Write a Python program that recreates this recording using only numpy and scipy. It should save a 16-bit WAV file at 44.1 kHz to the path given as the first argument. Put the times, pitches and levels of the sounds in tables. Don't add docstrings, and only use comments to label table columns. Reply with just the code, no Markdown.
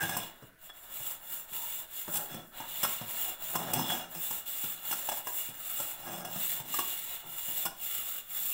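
import sys
import numpy as np
from scipy import signal
from scipy.io import wavfile
from scipy.ndimage import uniform_filter1d

SR = 44100
rng = np.random.default_rng(int(sys.argv[2]) if len(sys.argv) > 2 else 0)


def master_out(mix):
    frames = np.transpose(np.atleast_2d(mix))
    ceiling = np.clip(frames, -1, 1)
    pcm = np.round(ceiling * 32767).astype(np.int16)
    wavfile.write(sys.argv[1], SR, pcm)


N = 376173
TIME = np.arange(N) / SR

# t/s, length/s, rise/s, fall/s, hiss/dB, hiss slant start to end/dB,
# wall rasp/dB, low scrub/dB, base tone/Hz
STROKES = [(0.0, 0.34, 0.005, 0.09, -42.5, -4, -46.0, -49, 890),
           (0.247, 0.27, 0.068, 0.043, -63, 9, -66, -60, 855),
           (0.573, 0.14, 0.089, 0.07, -44.5, 5, -54, -56.5, 790),
           (0.718, 0.21, 0.029, 0.055, -51, 5, -58.5, -56.5, 885),
           (0.862, 0.33, 0.059, 0.085, -38.5, 12, -48, -51.5, 900.0),
           (1.154, 0.32, 0.15, 0.14, -38.5, 17, -50.5, -52.5, 980),
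           (1.458, 0.42, 0.092, 0.09, -38, -0.5, -47, -53.5, 890),
           (1.87, 0.27, 0.13, 0.09, -39.5, -15, -48.5, -57, 834),
           (2.05, 0.29, 0.1, 0.077, -37.5, -22, -50.0, -45.5, 960),
           (2.26, 0.21, 0.056, 0.15, -49, -7, -53, -48.5, 680),
           (2.511, 0.18, 0.069, 0.11, -42, 6, -44.5, -46.5, 880),
           (2.606, 0.47, 0.092, 0.155, -36.5, 10, -42.5, -50, 835),
           (2.993, 0.38, 0.12, 0.085, -35.5, 4, -43.5, -48.5, 925),
           (3.363, 0.36, 0.077, 0.18, -36, 5, -44.0, -47, 870),
           (3.588, 0.5, 0.2, 0.12, -38.0, -6, -44.5, -42, 790),
           (4.06, 0.39, 0.17, 0.082, -35, -2, -45.5, -50.5, 950),
           (4.438, 0.38, 0.048, 0.12, -35.5, 2.5, -44.5, -52, 1360),
           (4.758, 0.48, 0.13, 0.054, -36, -3.5, -45, -48.5, 870),
           (5.218, 0.33, 0.047, 0.15, -35.0, 10, -46, -52, 750),
           (5.485, 0.52, 0.24, 0.094, -35, -9, -45, -50.5, 1440),
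           (5.948, 0.31, 0.063, 0.089, -43.5, 12.0, -51.0, -49.5, 730.0),
           (6.238, 0.4, 0.095, 0.13, -34.5, 17.5, -43, -49, 830),
           (6.632, 0.62, 0.11, 0.1, -36.5, -13, -44, -52, 880),
           (7.18, 0.5, 0.15, 0.058, -37, 12.5, -46.5, -52.5, 965),
           (7.748, 0.48, 0.1, 0.045, -36.0, -6.5, -44.5, -53, 1270),
           (8.22, 0.398, 0.12, 0.11, -34, 12.5, -45, -53, 1360)]
# t/s, clack/dB, base tone/Hz, thud/dB, snap/dB
KNOCKS = [(0.028, -28.5, 864, -36.5, -31.5), (0.093, -32.5, 1650, -46, -33),
          (0.167, -30, 1030, -39.5, -27.5), (0.424, -45, 654, -46.5, -62), (0.696, -44, 1710, -71, -54),
          (1.001, -43, 824, -52.5, -46), (1.515, -69, 945, -55, -45), (2.08, -30.5, 613, -45, -60),
          (2.136, -47, 802, -49, -30.5), (2.156, -38, 820, -53, -26.5), (2.168, -52, 810, -53, -24),
          (2.343, -41, 800, -39.5, -40), (2.602, -33.5, 920, -54, -43), (2.831, -27, 1390, -47, -21.5),
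          (2.845, -25.5, 1330, -45.5, -29), (3.013, -35, 955, -41.5, -45), (3.554, -25, 1070, -44, -27.5),
          (3.734, -27, 830, -48, -22), (3.791, -31, 960, -53, -33), (3.9, -29, 1620, -48, -30),
          (4.308, -36.5, 1020, -44.5, -31.5), (4.639, -39.5, 1405, -46.5, -37),
          (4.912, -33.5, 961, -65, -27), (4.927, -32.5, 1360, -60, -28), (5.088, -29, 975, -61, -29.5),
          (5.117, -29, 944, -58, -36), (5.27, -32, 1040, -60, -35), (5.489, -54, 910, -47.5, -40),
          (5.8, -32, 630, -49, -34), (6.248, -34.5, 710, -52.5, -35), (6.359, -37, 700, -45, -42),
          (6.6, -43, 880, -49.5, -44), (6.74, -35, 1200, -67, -28.5), (6.788, -26.5, 1100, -54, -27),
          (7.483, -42, 1090, -49, -44), (7.653, -33, 1050, -52, -25.5), (7.662, -31.5, 1440, -56, -34)]
# t/s, length/s, rise/s, fall/s, grind/dB, rumble/dB, wall ring/dB
DRAGS = [(0.0, 0.31, 0.005, 0.17, -42, -47.5, -42.5), (2.14, 0.11, 0.052, 0.046, -40, -62, -58),
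         (2.274, 0.21, 0.032, 0.2, -50, -48, -48), (3.21, 0.15, 0.036, 0.06, -44, -70, -56),
         (3.514, 0.23, 0.037, 0.041, -37, -43, -48.5), (3.72, 0.14, 0.033, 0.085, -33.5, -31.5, -38),
         (3.823, 0.28, 0.055, 0.17, -38, -46, -40.5), (4.13, 0.078, 0.017, 0.05, -44, -51, -44),
         (5.953, 0.57, 0.17, 0.42, -39, -47, -45), (6.56, 0.18, 0.04, 0.065, -54, -53, -55),
         (7.212, 0.099, 0.03, 0.044, -49.5, -55, -62)]
# centre t/s, half length/s, f/Hz, level/dB
SINGS = [(0.022, 0.035, 1623, -35.5), (0.118, .03, 1647, -41.5), (0.697, 0.0072, 3380, -49),
         (1.641, 0.1, 936, -55.5), (2.341, 0.074, 3405, -56), (3.849, 0.057, 3436, -42),
         (3.909, 0.03, 3357, -36.5)]

# f/Hz, level/dB
WIRE_SPECTRUM = [(2500, -45), (4500, -29), (5300, -26), (6600, -21.5), (7100, -10), (7550, -7),
                 (8100, -13.5), (9700, -15.5), (10400, -12), (11300, -13.5), (12800, -10.5), (13800, -5.5),
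                 (14600, -4.5), (15500, 0)]
# f/Hz, level/dB
SNAP_SPECTRUM = [(1200, -56), (2800, -11), (4600, -10), (6200, -21.5), (7600, 3.5), (9000, -3.5),
                 (12000, 1), (15500, 6)]
# f/Hz, level/dB
CLACK_SPECTRUM = [(70, -31), (170, -4), (340, -4), (460, -9), (620, -1), (800, 4), (950, 0), (1100, -0.5),
                  (1200, -2.5), (1400, -4), (1700, -11), (2100, -12.5), (4000, -25), (7000, -26)]
# f/Hz, level/dB
THUD_SPECTRUM = [(35, -48), (65, -8), (88, -11), (115, -0.5), (180, -1), (260, -6.5), (340, -11),
                 (450, -12), (700, -29), (2000, -62)]
# f/Hz, level/dB
ROOM_SPECTRUM = [(20, 12.5), (50, -5), (120, -8), (170, -17), (400, -14), (700, -36), (1500, -2.5),
                 (3000, -19.5), (6000, -25), (15000, -16)]

# f/Hz, width/Hz, level/dB
DAMPED_WALL_MODES = [(2167, 610, -3.5), (2858, 75, 9), (3440, 103, 5.5), (3582, 47, 6.5), (3810, 310, -2.5),
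                     (4430, 29, -7.5)]
# f/Hz, width/Hz, level/dB
FREE_WALL_MODES = [(1637, 12, 0.5), (2520, 330, -10.5), (2831, 41, 0), (3380, 59, 1), (3420, 63, -2),
                   (5237, 88, -4.5), (5650, 160, -12.5), (6110, 210, -8), (7580, 30, -1.5), (8490, 120, -5),
                   (9200, 49, -10)]
# f/Hz, width/Hz, level/dB
HOLLOW_MODES = [(169, 70, -3), (270, 100, -6), (420, 65, -6.5), (542, 30, 1.5), (657, 60, 3.5),
                (776, 102, 4), (936, 57, 0), (1098, 70, 2), (1318, 81, 4), (1757, 216, -2)]
# f/Hz, width/Hz, level/dB
COUNTER_MODES = [(116, 14, 2), (164, 14, 5), (197, 18, 1.5), (225, 35, 0.5), (257.6, 8.4, 5),
                 (329, 16, 0.5)]
# f/Hz, T60/s
ECHO_T60 = [(150, 0.41), (500, 0.62), (1500, 0.3), (4000, 0.41), (8000, 0.28), (15000, 0.23)]


def scourer():
    hiss, rasp, scrub, base_hz = arm()
    wires = slips(rate_hz=7000, spread_db=1, clump_db=1.07, clump_s=0.008)
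    ash = slips(rate_hz=3300, spread_db=1, clump_db=1.5, clump_s=0.014)
    ash = scrub * shifting_contact(ash, depth_db=1.7)
    return (amp(5.5) * through(hiss * shifting_contact(wires, depth_db=1.94), colour(WIRE_SPECTRUM))
            + amp(-3.5) * through(rasp * shifting_contact(wires, depth_db=2), modes(DAMPED_WALL_MODES))
            + amp(-5) * through(ash, modes(HOLLOW_MODES))
            + amp(-11.5) * resonate(ash, base_hz, width_hz=270))


def arm():
    rasp_db_per_db, scrub_db_per_db = 0.68, 0.33
    power = np.zeros((3, N))
    power[0] = amp(-58) ** 2 * (TIME > 1)
    for start_s, length_s, rise_s, fall_s, hiss_db, slant_db, rasp_db, scrub_db, _ in STROKES:
        push = slide(start_s, length_s, rise_s, fall_s, slant_db)
        power += np.square([amp(hiss_db) * push,
                            amp(rasp_db) * push ** rasp_db_per_db,
                            amp(scrub_db) * push ** scrub_db_per_db])
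    start_s, length_s, *_, tone_hz = np.transpose(STROKES)
    drift = np.exp(0.07 * wander(step_s=0.06))
    base_hz = np.interp(TIME, start_s + length_s / 2, tone_hz) * drift
    uneven_hand = amp(1.5 * wander(step_s=0.021))
    hiss, rasp, scrub = np.sqrt(power) * uneven_hand
    return hiss, rasp, scrub, base_hz


def slide(start_s, length_s, rise_s, fall_s, slant_db=0):
    t = TIME - start_s
    speed = np.clip(t / rise_s, 0, 1) * np.clip((length_s - t) / fall_s, 0, 1)
    progress = np.clip(t / length_s, 0, 1)
    return speed ** 1.414 * amp(slant_db * (progress - 0.5))


def slips(rate_hz, spread_db, clump_db, clump_s):
    size = amp(spread_db * np.clip(rng.standard_normal(N), -2.5, 2.5) + clump_db * wander(clump_s))
    kicks = size * rng.choice([-1, 1], N) * (rng.random(N) < rate_hz / SR)
    return kicks / (kicks.std() + 1e-12)


def shifting_contact(force, depth_db, frame_samples=512):
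    spectra = signal.stft(force, nperseg=frame_samples)[2]
    patches = uniform_filter1d(rng.standard_normal(spectra.shape), size=3, axis=0)
    patches = uniform_filter1d(patches, size=6, axis=1)
    gain = amp(depth_db * patches / patches.std())
    out = signal.istft(spectra * gain, nperseg=frame_samples)[1][:N]
    return out / out.std()


def knocks():
    thud, clack, snap, ring, clank = np.zeros((5, N))
    for start_s, clack_db, base_hz, thud_db, snap_db in KNOCKS:
        blow = contacts(decay_s=0.0079, first=0.43)
        add(clack, start_s, amp(clack_db) * blow)
        add(clank, start_s, amp(clack_db) * resonate(blow, base_hz, width_hz=60))
        add(ring, start_s, amp((clack_db + snap_db) / 2) * blow)
        add(thud, start_s, amp(thud_db) * contacts(decay_s=0.014, first=0.61))
        release = contacts(decay_s=0.0083, first=0.084, rise_s=0.0019)
        add(snap, start_s, amp(snap_db) * release)
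    return (amp(27.5) * through(thud, colour(THUD_SPECTRUM))
            + amp(17) * (through(clack, colour(CLACK_SPECTRUM)) + clank)
            + amp(26) * through(snap, colour(SNAP_SPECTRUM))
            + through(amp(17) * ring + amp(8.5) * snap, modes(FREE_WALL_MODES)))


def contacts(decay_s, first, rise_s=0.0007):
    t = TIME[:SR // 4]
    envelope = np.exp(-t / decay_s) * (1 - np.exp(-t / rise_s))
    chatter = rng.standard_normal(len(t)) * (rng.random(len(t)) < 0.2) * envelope
    force = chatter / np.linalg.norm(chatter)
    force[0] += first
    return force / np.linalg.norm(force)


def drags():
    grind, rumble, ring = sum(amp(row[4:])[:, None] * slide(*row[:4]) for row in DRAGS)
    high_pass = signal.butter(4, 95, "highpass", fs=SR, output="sos")
    counter = signal.sosfilt(high_pass, modes(COUNTER_MODES))
    judder = slips(rate_hz=1400, spread_db=6, clump_db=1.5, clump_s=0.0099)
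    wall_force = ring * shifting_contact(judder, depth_db=3.5, frame_samples=1024)
    return (amp(-7.5) * through(grind * judder, colour(CLACK_SPECTRUM))
            + amp(-11) * resonate(grind * judder, hz=790, width_hz=120)
            + amp(-2.5) * through(rumble * judder, counter)
            + amp(-2.5) * through(wall_force, modes(FREE_WALL_MODES)))


def singing():
    out, t = np.zeros(N), TIME[:SR // 2]
    for centre_s, half_s, hz, db in SINGS:
        start_s = max(centre_s - 2 * half_s, 0)
        envelope = np.exp(-((start_s + t - centre_s) / half_s) ** 2)
        rubbing = rng.standard_normal(len(t)) * envelope
        add(out, start_s, amp(db) * resonate(rubbing, hz, width_hz=37))
    return out


def kitchen_echo(sound, cycle_s=0.7, gap_s=0.004):
    out, t = np.zeros(N), TIME[:SR // 2]
    for k in range(4):
        taps = rng.standard_normal(len(t)) * (rng.random(len(t)) < 0.1) * (t > gap_s)
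        hz, age_s, spectra = signal.stft(taps, SR, nperseg=256)
        decay = amp(-60 * age_s / lookup(ECHO_T60, hz)[:, None])
        tail = signal.istft(spectra * decay, SR, nperseg=256)[1]
        share = np.maximum(np.cos(2 * np.pi * (TIME / cycle_s - k / 4)), 0)
        out += through(sound * share, tail)
    return out


def room_noise():
    return amp(-61.5) * through(rng.standard_normal(N), colour(ROOM_SPECTRUM))


def colour(spectrum):
    hz = np.fft.rfftfreq(8192, 1 / SR)
    log_gain = np.log(amp(lookup(spectrum, hz)))
    mirrored = np.concatenate([log_gain, log_gain[-2:0:-1]])
    response = np.exp(np.conj(signal.hilbert(mirrored)))
    return np.fft.ifft(response).real[:len(hz)]


def modes(rows):
    t = TIME[:SR // 5]
    return sum((-1) ** k * amp(db) * width_hz * np.exp(-np.pi * width_hz * t) * np.sin(2 * np.pi * hz * t)
               for k, (hz, width_hz, db) in enumerate(rows))


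def resonate(force, hz, width_hz):
    carrier = np.exp(2j * np.pi * np.cumsum(hz * np.ones(len(force))) / SR)
    pole = np.exp(-np.pi * width_hz / SR)
    gain = np.sqrt(2 * (1 - pole ** 2))
    return (carrier * signal.lfilter([gain], [1, -pole], force / carrier)).imag


def through(force, body):
    return signal.oaconvolve(force, body / np.linalg.norm(body))[:N]


def wander(step_s):
    knots = rng.standard_normal(N // 8)
    return np.interp(TIME / step_s, np.arange(len(knots)), knots)


def lookup(table, hz):
    knots_hz, values = np.transpose(table)
    return np.interp(np.log(hz + 1), np.log(knots_hz), values)


def add(mix, start_s, sound):
    part = mix[round(start_s * SR):][:len(sound)]
    part += sound[:len(part)]


def amp(db):
    return 10 ** (np.asarray(db) / 20)


def scene():
    direct = scourer() + drags() + knocks() + singing()
    mono = direct + room_noise() + kitchen_echo(amp(-7) * direct)
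    return np.array([mono, mono])


def record(dry, cutoff_hz=15760):
    low_pass = signal.firwin(1023, cutoff_hz, window=("kaiser", 8), fs=SR)
    return signal.oaconvolve(dry, low_pass[None], "same")


dry = scene()
out = record(dry)
master_out(out)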